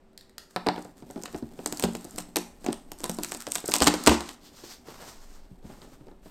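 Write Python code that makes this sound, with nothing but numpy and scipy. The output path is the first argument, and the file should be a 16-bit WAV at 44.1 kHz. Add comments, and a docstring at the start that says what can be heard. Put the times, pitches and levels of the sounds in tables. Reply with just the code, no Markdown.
"""A large taped cardboard box is opened by hand in a living room, over still air, a deep rumble and a hum.
After small ticks beside the box, hands knock on the lid (dents, ringing plate modes, a low thud) and work
along the seam (filtered random clicks); the packing tape crackles, snaps as short fractures that shake the
panels, and rips in rushes of slips while the air inside booms. Then the flap is folded back, and sleeves
and fingers rub and tap on the cardboard (stick-slip noise, light touches)."""
import sys
import numpy as np
from scipy import signal
from scipy.fft import rfft, irfft
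from scipy.io import wavfile

SR = 44100
rng = np.random.default_rng(int(sys.argv[2]) if len(sys.argv) > 2 else 0)


def master_out(mix):
    """Clip the mix to full scale and print it as 16-bit PCM to the path in sys.argv[1]."""
    frames = np.transpose(np.atleast_2d(mix))
    ceiling = np.clip(frames, -1, 1)
    pcm = np.round(ceiling * 32767).astype(np.int16)
    wavfile.write(sys.argv[1], SR, pcm)


N = 278138

# Levels of events and spectra are relative: each sound may add a fixed trim or normalise its sum. # fingers
# brushing the lid, then working along the taped seam: (start [s], end [s], crinkle level [dB])
SEAM_STROKES = [(0.502, 0.574, -59.5), (0.762, 0.865, -58), (0.974, 1.03, -60.5), (1.094, 1.335, -57.5),
                (1.336, 1.395, -52.5), (1.559, 1.66, -57.5), (1.716, 1.847, -48), (1.915, 2.219, -53.5),
                (2.604, 2.723, -57), (2.983, 3.282, -50.5), (3.285, 3.374, -44.5), (3.39, 3.608, -51),
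                (3.657, 3.756, -40.5), (4.275, 4.343, -57.5)]
# fingers, hands and flap knocking on the cardboard:
# (time [s], panel flex level over 5 ms [dB], flex pitch [Hz])
LID_KNOCKS = [(0.5622, -22.5, 684), (0.6643, -27.5, 550), (0.6685, -16.5, 496), (0.687, -18, 730),
              (0.7795, -31.5, 446), (0.851, -39, 453), (1.0238, -38, 310), (1.1019, -36.5, 420),
              (1.16, -30, 298.5), (1.1767, -35, 357), (1.3459, -28, 394), (1.4252, -29, 244),
              (1.591, -33, 413), (1.887, -34, 456.3), (2.048, -36, 358), (2.6859, -21.5, 341),
              (3.0549, -35, 650), (3.4756, -33, 490), (3.6412, -34.5, 460), (3.6874, -25, 483),
              (3.813, -21.5, 450), (4.0783, -18, 453), (4.1145, -16, 378), (4.637, -42.5, 396),
              (4.8856, -38, 430), (5.513, -42.5, 181), (5.644, -37.5, 186), (5.698, -40, 348),
              (5.8182, -48.5, 870), (6.01, -44.5, 280), (6.0696, -44.5, 401), (6.259, -42, 370)]
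# loud tape snaps: (time [s], crack of the film over 1 ms [dB], clack of the liner over 1 ms [dB],
# jolt of the panel over 5 ms [dB])
TAPE_SNAPS = [(1.236, -29.5, -43, -40.5), (1.2576, -37, -29.5, -47), (1.6608, -18, -27.5, -28),
              (1.7253, -23.5, -33.5, -28.5), (1.797, -22.5, -30, -33.5), (1.8252, -24, -29.5, -35),
              (1.8385, -21.5, -19.5, -15), (1.9514, -33, -32.5, -29), (2.182, -32.5, -31.5, -32.5),
              (2.186, -24.5, -31, -37.5), (2.3597, -19.5, -19.5, -28), (2.3679, -15.5, -22.5, -21.5),
              (2.6638, -31, -30.5, -26.5), (2.729, -26.5, -29, -34), (2.9183, -29.5, -36.5, -40.5),
              (3.0046, -36, -45, -40), (3.0363, -36, -40, -34.5), (3.0415, -20, -26, -30.5),
              (3.096, -21.5, -30.5, -25.5), (3.1867, -33, -32.5, -25), (3.2345, -20, -29, -46),
              (3.2467, -25, -27.5, -43), (3.3203, -27, -28.5, -35), (3.3481, -30.5, -34.5, -37),
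              (3.4683, -31, -28.5, -38.5), (3.52, -18.5, -30, -46.5), (3.5547, -18.5, -26.5, -41),
              (3.559, -21, -22.5, -36.5), (3.5829, -29, -31.5, -42.5), (3.7185, -26.5, -23, -42.5),
              (3.7391, -12.5, -14.5, -27.5), (3.7571, -21, -21.5, -30), (3.764, -17, -29, -35),
              (3.8044, -23, -21, -31.5), (3.8211, -14.5, -14, -19), (3.8431, -18, -24.5, -30),
              (3.8618, -24.5, -26, -35), (3.8728, -11, -10, -18), (3.8805, -16, -14.5, -17.5),
              (3.94, -25.5, -23, -21.5), (4.0387, -26, -43, -43.5), (4.0633, -16, -19.5, -28.5),
              (4.0738, -7, -5, -7), (4.0947, -25.5, -14.5, -23), (4.207, -33, -29.5, -33),
              (4.2914, -34, -31.5, -48)]
# resonant modes of the panels: (frequency [Hz], level [dB], T60 [s])
PLATE_MODES = [(178.3, 1.5, 0.21), (232.5, -3.5, 0.37), (300.7, 3, 0.18), (345.6, -1.5, 0.11),
               (422, -14.5, .11), (719.4, -7, 0.12), (825.5, -12.5, 0.08), (990, -2.5, 0.077),
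               (1384, -15, 0.11)]
# spectrum of tape film cracking: (frequency [Hz], density [dB per Hz])
CRACK_SPECTRUM = [(2500, -28.5), (4500, -8), (6500, 1.5), (8500, 1.5), (16000, -9.5)]
# spectrum of the liner or a hard contact clacking: (frequency [Hz], density [dB per Hz])
CLACK_SPECTRUM = [(500, -19.5), (1100, -1), (1600, -4), (2800, -2.5), (4800, -2.5), (6500, -14),
                  (12000, -22)]
# spectrum of crinkling tape and tearing fibres: (frequency [Hz], density [dB per Hz])
CRINKLE_SPECTRUM = [(600, -19), (1300, 6), (2500, -7), (4500, -1), (8000, 0.5), (16000, -6)]


def from_db(db):
    """The decibel is logarithmic: 20 dB is a factor of ten in amplitude."""
    return np.exp(np.asarray(db) * (np.log(10) / 20))


def rms_one(x):
    """Normalise the mean power, so that rms is 1."""
    return x / np.sqrt(np.mean(x ** 2) + 1e-20)


def packed(x, span):
    """Normalise a pulse to the energy of rms 1 held for span seconds."""
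    return x * np.sqrt(span * SR / (np.sum(x ** 2) + 1e-20))


def seconds(length):
    """Time axis sampled at SR."""
    return np.arange(int(length * SR)) / SR


def at_hz(points, hz):
    """Interpolate a table on a logarithmic frequency axis, as pitch is heard."""
    f, value = np.transpose(points)
    return np.interp(np.log(np.maximum(hz, 1)), np.log(f), value)


def gains(rows):
    """Level curves, linear in decibels, as gains that fade out beyond their ends."""
    s, *columns = np.transpose(rows)
    t = np.arange(N) / SR
    inside = np.interp(t, [s[0] - .04, s[0], s[-1], s[-1] + .04], [0, 1, 1, 0])
    return [inside * from_db(np.interp(t, s, c)) for c in columns]


def add(track, s, sound):
    """Superpose a sound at time s."""
    i = max(round(s * SR), 0)
    track[i:i + len(sound)] += sound[:max(N - i, 0)]


def colour(x, spectrum):
    """Minimum-phase filter: folding the cepstrum makes the given spectrum causal."""
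    size = 1024 if len(x) < 4096 else 4096 if len(x) < SR else 32768
    log_gain = at_hz(spectrum, np.fft.rfftfreq(size, 1 / SR)) * np.log(10) / 20
    cepstrum = irfft(log_gain)
    cepstrum[1:size // 2] *= 2
    cepstrum[size // 2 + 1:] = 0
    response = irfft(np.exp(rfft(cepstrum)))
    return signal.fftconvolve(x, response)[:len(x)]


def drift(rate):
    """Slow random modulation: bounded noise values, rate per second, joined by straight lines."""
    values = np.clip(rng.standard_normal(4096), -2, 1.5)
    return np.interp(np.arange(N) / SR * rate, np.arange(4096), values)


def ring(t, hz, t60, phase=0):
    """Free decay of a damped resonator: a sine that loses 60 dB in t60."""
    return np.sin(2 * np.pi * hz * t + phase) * from_db(-60 * t / t60)


def grains(per_s, spread_db, size):
    """Shot noise: random clicks of uneven size, rms 1."""
    born = rng.random(size) < per_s / SR
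    excess = np.minimum(rng.exponential(1, size), 4)
    return rms_one(born * rng.choice([-1, 1], size) * from_db(spread_db * excess))


def background():
    """Steady noise floor: still room air, a deep wavering rumble and a faint pure hum."""
    # still air: (frequency [Hz], density [dB per Hz])
    air_spectrum = [(40, -9.5), (75, 0.5), (125, -11.5), (210, 1), (300, -5.5), (400, -8.5), (600, -7.5),
                    (1000, -16.5), (3000, -28), (12000, -39)]
    # swell of the deep rumble: (time [s], level [dB])
    rumble_swell = [(0, -1.5), (2.4, 9), (2.9, 14), (3.3, 5.5), (4.9, 1), (5.35, 15), (5.8, 7.5),
                    (6.3, 13.5)]
    air_db, rumble_db, hum_hz, hum_db = -62, -64, 384, -69.5
    air = from_db(air_db) * rms_one(colour(rng.standard_normal(N), air_spectrum))
    deep_spectrum = [(5, -13.5), (17, 2.5), (32, -9.5), (70, -18.5), (130, -36.0), (600, -77.5)]
    deep = rms_one(colour(rng.standard_normal(N), deep_spectrum))
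    rumble = from_db(rumble_db) * gains(rumble_swell)[0] * deep
    hum = np.sqrt(2) * np.sin(2 * np.pi * hum_hz * np.arange(N) / SR)   # rms 1
    return air + rumble + from_db(hum_db) * hum


def burst(spectrum, t60, scatter_db, scatter_t60, edge_db=7):
    """A sudden fracture: one sharp edge, a short splutter, then its scatter through the board."""
    t = seconds(.04)
    envelope = from_db(-60 * t / t60) + from_db(scatter_db - 60 * t / scatter_t60)
    splutter = rng.standard_normal(len(t)) * envelope
    splutter[0] = from_db(edge_db) * rng.choice([-1, 1])
    x = colour(splutter, spectrum)
    # the first 66 samples carry the energy of rms 1 held for 1 ms
    return x * np.sqrt(SR / 1000 / np.sum(x[:66] ** 2))


def ticks():
    """Hard impacts excite a broad spectrum: small ticks beside the box."""
    # small hard ticks: (time [s], level over 1 ms [dB])
    tick_rows = [(.132, -63.5), (0.177, -36), (0.21, -43.5), (0.295, -51.5), (0.3814, -29.5)]
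    # spectrum of the ticks: (frequency [Hz], density [dB per Hz])
    tick_spectrum = [(1100, -11), (1950, -1), (2800, -13.5), (4000, 3), (5500, -6.5), (8200, -5.5),
                     (15000, -9.5)]
    out = np.zeros(N)
    for s, db in tick_rows:
        add(out, s, from_db(db) * burst(tick_spectrum, t60=0.0074, scatter_db=-9.5, scatter_t60=0.034))
    return out


def room():
    """Diffuse reflections build up over some milliseconds and decay exponentially, band by band."""
    # decay of the room: (frequency [Hz], T60 [s])
    decay_times = [(100, 0.1), (400, 0.24), (1500, 0.46), (4000, 0.3), (8000, 0.4), (15000, 0.26)]
    # strength of the reverberation: (frequency [Hz], level [dB])
    reverb_levels = [(60, -12.5), (250, -12.5), (800, -8.5), (2000, -9), (5000, -10), (8500, -13),
                     (15000, -15)]
    t = seconds(.7)
    white = rng.standard_normal((2, len(t)))
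    edges = 45 * 2 ** np.arange(0, 9, .5)   # half-octave bands
    build = np.clip((t - .004) / 0.0075, 0, 1)
    response = 0
    for k, (low, high) in enumerate(zip(edges, edges[1:])):
        hz = np.sqrt(low * high)
        t60 = np.clip(at_hz(decay_times, hz), .08, .6)
        decay = build * from_db(-60 * t / t60)
        bandpass = signal.butter(2, [low, high], "band", fs=SR, output="sos")
        band = signal.sosfilt(bandpass, white[k % 2])
        level = from_db(at_hz(reverb_levels, hz))
        response = response + band * decay / np.sqrt(np.sum(decay ** 2)) * level
    return response


def stroke(start, end, attack_s, release_s):
    """One hand movement: linear attack, hold, exponential release; and the samples it covers."""
    first = max(int((start - attack_s / 2) * SR), 0)
    last = min(int((end + 10 * release_s) * SR), N)
    i = np.arange(first, last)
    t = i / SR
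    attack = np.clip(.5 + (t - start) / attack_s, 0, 1)
    return i, attack * np.exp(-np.maximum(t - end, 0) / release_s)


def panel_ring(x):
    """Forced vibration: convolving x with the panel modes rings them, with the same energy as x."""
    t = seconds(.25)
    modes = sum(from_db(db) * (-1) ** k * ring(t, hz, t60) for k, (hz, db, t60) in enumerate(PLATE_MODES))
    return rms_one(signal.fftconvolve(x, modes)[:len(x)]) * np.sqrt(np.mean(x ** 2))


def friction():
    """Stick-slip: strained tape crinkles in clumps, cloth and board hiss as they slide, panels judder."""
    # sleeves and flap sliding:
    # (start [s], end [s], cloth hiss level [dB], hiss centre [Hz], board scrape level [dB])
    slide_rows = [(4.424, 4.485, -52.5, 4300, -61), (4.546, 4.648, -54.5, 5540, -60),
                  (4.657, 4.744, -46.5, 5170, -55), (4.863, 5.035, -54.5, 5500, -49.5),
                  (5.054, 5.109, -49, 6000, -50.5), (5.145, 5.359, -60, 6500, -62.5),
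                  (5.383, 5.455, -68.5, 4500, -64), (5.634, 5.94, -62.5, 7330, -59.5),
                  (6.011, 6.113, -79.5, 9020, -67.5), (6.235, 6.31, -61.5, 10100, -63)]
    # load of the hands on the panels, as the level of their judder: (time [s], level [dB])
    strain = [(0.55, -71), (0.74, -48), (0.89, -56.5), (1.81, -49), (2.33, -54), (3.0, -55), (3.14, -49.5),
              (3.54, -56.5), (3.98, -44), (4.34, -60.5), (4.98, -55.5), (5.37, -67), (5.85, -58.5),
              (6.3, -66)]
    # spectrum of rubbing cloth: (frequency [Hz], density [dB per Hz])
    rub_spectrum = [(600, -7), (1300, -3.5), (2600, -6), (4400, -2), (6500, -3), (8500, -8), (16000, -6)]
    # spectrum of board sliding on board: (frequency [Hz], density [dB per Hz])
    scrape_spectrum = [(200, 2), (400, 3.5), (800, 3.5), (1400, -1), (2500, -8.5), (6000, -14.5)]
    # spectrum of the juddering panels: (frequency [Hz], density [dB per Hz])
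    panel_spectrum = [(50, -10.5), (115, -12), (180, -3.5), (236, 0.5), (265, -1), (301, -2.5), (500, -14),
                      (800, -13), (1300, -28.5), (6000, -30)]
    judder_trim_db, judder_ring_db = -1.5, -8

    crackle = grains(per_s=770, spread_db=5.0, size=N) * from_db(7.4 * drift(45))
    crinkle_source = rms_one(crackle) + 0.62 * rng.standard_normal(N)
    crinkle = rms_one(colour(crinkle_source, CRINKLE_SPECTRUM))

    catch = drift(45)   # sliding surfaces catch and slip
    fibre_slips = grains(per_s=7000, spread_db=2.0, size=N) * from_db(1.9 * catch)
    fibres = colour(fibre_slips, rub_spectrum)
    board_slips = grains(per_s=1200, spread_db=2.0, size=N) * from_db(4.1 * catch)
    scrape = rms_one(colour(board_slips, scrape_spectrum))

    panel_slips = grains(per_s=1200, spread_db=2.5, size=N) * from_db(3.0 * drift(30))
    judder = rms_one(colour(panel_slips, panel_spectrum))
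    ringing_judder = rms_one(judder + from_db(judder_ring_db) * panel_ring(judder))
    out = from_db(judder_trim_db) * gains(strain)[0] * ringing_judder

    for start, end, db in SEAM_STROKES:
        i, swell = stroke(start, end, attack_s=.022, release_s=.009)
        out[i] += from_db(db - 0.5) * swell * crinkle[i]
    for start, end, hiss_db, hz, scrape_db in slide_rows:
        i, swell = stroke(start, end, attack_s=0.046, release_s=0.024)
        hiss = rms_one(colour(fibres[i], [(hz * 0.58, -5), (hz, 0), (hz * 1.87, -5)]))
        out[i] += swell * (from_db(hiss_db) * hiss + from_db(scrape_db) * scrape[i])
    return out


def snap(spectrum, t60, scatter_db, scatter_t60, low_hz, high_hz, peak_db):
    """Size sets resonance: every torn patch has a size, and so a narrow spectral peak, of its own."""
    centre = low_hz * (high_hz / low_hz) ** rng.random()
    hz = np.geomspace(300, 17000, 40)
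    bump = peak_db * np.exp(-(np.log2(hz / centre) / 0.08) ** 2)
    return burst(np.c_[hz, at_hz(spectrum, hz) + bump], t60, scatter_db, scatter_t60)


def crackles():
    """Random point process: tiny patches of tape give under the fingers and in a cluster round each snap."""
    # rate and crinkle level of a firm stroke
    firm_rate_per_s, firm_stroke_db = 55, -50
    # level over the crinkle, and scale of the random excess of the bigger crackles
    over_crinkle_db, excess_db = 7, 4.5
    # round a snap: earliest lead, latest lag, mean level relative to its crack
    cluster_lead_s, cluster_lag_s, cluster_db = .007, .022, -14
    rows = []
    for start, end, db in SEAM_STROKES:
        wait, size = rng.exponential(1, (32, 2)).T
        rate_per_s = firm_rate_per_s * from_db(db - firm_stroke_db)   # a harder stroke crackles faster
        times = start + np.cumsum(wait) / rate_per_s
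        levels_db = db + over_crinkle_db + excess_db * np.minimum(size, 2.5)
        rows += [row for row in zip(times, levels_db) if row[0] < end]
    for s, crack_db, _, _ in TAPE_SNAPS:
        for lag in rng.uniform(-cluster_lead_s, cluster_lag_s, size=2):
            rows.append((s + lag, crack_db + cluster_db + 3 * rng.normal()))
    out = np.zeros(N)
    for s, db in rows:
        crackle = snap(CRACK_SPECTRUM, t60=.003, scatter_db=-24, scatter_t60=.025,
                       low_hz=3800, high_hz=11000, peak_db=9)
        add(out, s, from_db(db) * crackle)
    return out


def flex(hz, cycles, modes_db, waves_db, waves_t60):
    """Plate under impact: a local dent, bending waves that spread from it, and the panel modes ringing."""
    # a plate radiates little below its own pitch: (frequency [Hz], gain [dB])
    radiation = [(15, -43), (40, -23.5), (110, -18), (180, -1.5)]
    # what the hollow lid passes on from a blow: (frequency [Hz], gain [dB])
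    lid_response = [(150, 3), (330, -2), (520, -3), (700, -1), (900, 2.5), (1120, -5.5), (1600, 1.5),
                    (3000, -5.5)]
    t = seconds(.2)
    dent = packed(colour(ring(t, hz, cycles / hz), radiation), .005)
    modes = 0
    for f, db, t60 in PLATE_MODES:
        share = from_db(db) / (1 + np.log2(f / hz) ** 2)   # modes near the pitch of the blow take most
        modes = modes + share * rng.normal() * ring(t, f * (1 + .012 * rng.normal()), t60)
    spread = rng.standard_normal(len(t)) * from_db(-60 * t / waves_t60) * (1 - np.exp(-t / 0.0022))
    around_pitch = [(hz * 0.31, -24), (hz * 0.42, -1), (hz, 0), (hz * 1.73, -4), (hz * 3.48, -16), (hz * 12, -45)]
    waves = colour(colour(spread, lid_response), around_pitch)
    ringing = from_db(modes_db) * packed(modes, .005) + from_db(waves_db) * packed(waves, .005)
    return rng.choice([-1, 1]) * dent + ringing


def knocks(rows):
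    """Contact stiffness: blunt contacts bend the board more, hard ones sound higher and clack more."""
    # pitch at which clack equals flex before their trims, and the clack's rise with pitch
    hard_hz, clack_db_per_octave = 590, 14
    out = np.zeros(N)
    for s, flex_db, hz in rows:
        clack_db = flex_db + clack_db_per_octave * np.log2(hz / hard_hz)
        clack = burst(CLACK_SPECTRUM, t60=0.0038, scatter_db=-16.5, scatter_t60=0.041)
        bend = flex(hz, cycles=6.9, modes_db=-4.0, waves_db=-0.5, waves_t60=0.058)
        add(out, s, from_db(clack_db - 4.0) * clack)
        add(out, s, from_db(flex_db - 3.5) * bend)
    return out


def lid_thuds():
    """Low plate resonance: under every knock the lid sags and springs back, soft hand or hard knuckle."""
    middle_hz, t60 = 135, .09
    # level for a knock of 0 dB, and rise in dB per dB of the knock
    thud_db, follows = -30, .4
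    out, t = np.zeros(N), seconds(.2)
    for s, flex_db, _ in LID_KNOCKS:
        hz = middle_hz * 2 ** (.2 * rng.normal())
        thud = ring(t, hz, t60) * (1 - np.exp(-t / 0.0052))
        add(out, s, from_db(thud_db + follows * flex_db) * thud)
    return out


def patter():
    """Irregular impact train: light fingertip touches, each with its own strength and pitch, as knock rows."""
    # fingertips while the hands find their grip:
    # (start [s], end [s], middle panel flex level [dB], middle flex pitch [Hz])
    patter_rows = [(.72, .82, -38.5, 537), (1.17, 1.39, -40.5, 398), (2.07, 2.21, -42, 246),
                   (2.61, 2.72, -38.5, 558), (5.6, 5.96, -49, 300), (6.07, 6.12, -45.5, 330)]
    touches_per_s, spread_db, spread_octaves = 24, 6.5, 1   # full widths of the spreads
    rows = []
    for start, end, db, hz in patter_rows:
        when, strength, pitch = rng.random((24, 3)).T
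        times = start + (np.arange(len(when)) + when) / touches_per_s
        levels_db = db + spread_db * (strength - .5)
        pitches = hz * 2 ** (spread_octaves * (pitch - .5))
        rows += [row for row in zip(times, levels_db, pitches) if row[0] < end]
    return rows


def tape_snaps():
    """Sudden release of strain: each snap is a crack of the film, a clack of the liner and a panel jolt."""
    out = np.zeros(N)
    for s, crack_db, clack_db, flex_db in TAPE_SNAPS:
        # a deeper jolt moves more board and sounds lower
        hz = np.clip(480 * 2 ** ((clack_db - flex_db) / 20), 280, 900)
        crack = snap(CRACK_SPECTRUM, t60=0.0026, scatter_db=-24.5, scatter_t60=0.051,
                     low_hz=5400, high_hz=13070, peak_db=4.0)
        clack = snap(CLACK_SPECTRUM, t60=.0022, scatter_db=-14.5, scatter_t60=0.043,
                     low_hz=1300, high_hz=5840, peak_db=1.5)
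        jolt = flex(hz, cycles=2.2, modes_db=-0.5, waves_db=-2.0, waves_t60=0.061)
        add(out, s, from_db(crack_db - 0.2) * crack)
        add(out, s, from_db(clack_db - 0.88) * clack)
        add(out, s, from_db(flex_db - 4.0) * jolt)
        # a few fibres give just before the patch does
        fibres = burst(CRINKLE_SPECTRUM, t60=.003, scatter_db=-11, scatter_t60=.012)
        add(out, s - rng.uniform(.001, 0.0036), from_db(crack_db - 16.5) * fibres)
    return out


def box_air():
    """Cavity resonance: the air in the box booms at two close pitches when the flap moves suddenly."""
    # the flap pumps the air in the box: (time [s], level [dB])
    pump_rows = [(1.348, -41.5), (1.429, -43.5), (1.840, -34), (3.815, -26), (3.874, -32), (4.076, -27.5),
                 (4.09, -22), (5.645, -42)]
    out, t = np.zeros(N), seconds(.5)
    boom = (ring(t, hz=63, t60=0.24) + ring(t, hz=71.4, t60=0.33)) / 2 * (1 - np.exp(-t / 0.0029))
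    for s, db in pump_rows:
        add(out, s, from_db(db) * boom)
    return out


def rips():
    """A rush of tiny slips as the tape lets go swells quickly, dies away and leaves the panels ringing."""
    # runs of tape letting go: (time [s], length [s], level [dB])
    rip_rows = [(1.841, 0.017, -34.5), (3.742, 0.015, -34), (3.815, 0.019, -21), (3.866, 0.018, -16.5),
                (3.939, 0.012, -33.5), (4.067, 0.015, -20.5), (4.079, 0.027, -26), (4.105, 0.05, -29.5)]
    # spectrum of the slips: (frequency [Hz], density [dB per Hz])
    rip_spectrum = [(40, -31), (130, -6), (240, 14), (500, 2), (850, 2), (1300, 5.5), (2500, -7),
                    (4000, -0.5), (6500, -0.5), (16000, -18)]
    ring_db = -7.5   # ringing of the panel modes relative to the slips
    out, t = np.zeros(N), seconds(.25)
    for s, length, db in rip_rows:
        swell = np.interp(t / length, [0, .15, .6, 1.3], [0.064, 0.91, 0.89, 0.036])
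        slips = rms_one(colour(grains(per_s=1800, spread_db=1, size=len(t)), rip_spectrum))
        rush = swell * slips
        add(out, s, from_db(db) * (rush + from_db(ring_db) * panel_ring(rush)))
    return out


def scene():
    """Direct and reverberant field: the box close to the microphone, the room around it."""
    air, aside, walls = background(), ticks(), room()
    box = friction() + crackles() + knocks(LID_KNOCKS) + lid_thuds() + knocks(patter())
    box = box + tape_snaps() + box_air() + rips()
    # the ticks lie off to the side, so more of them arrives by way of the room
    reverberant = signal.fftconvolve(box + from_db(5.0) * aside, walls)[:N]
    return (box + aside + reverberant + air)[None]


def record(dry):
    """Transducer response: microphone colour, clipping at full scale, and a steep low-pass."""
    # microphone colour: (frequency [Hz], gain [dB])
    microphone = [(5000, 1), (6400, -1), (7500, 1.5), (8600, 4), (9900, -7), (11200, -3.5), (13200, 0),
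                  (15500, -10), (17000, -20)]
    cutoff_hz = 16200
    loud = np.clip(colour(dry[0], microphone), -1, 1)
    lowpass = signal.ellip(10, .1, 80, cutoff_hz, fs=SR, output="sos")
    return signal.sosfilt(lowpass, loud)[None]


dry = scene()
out = record(dry)
master_out(out)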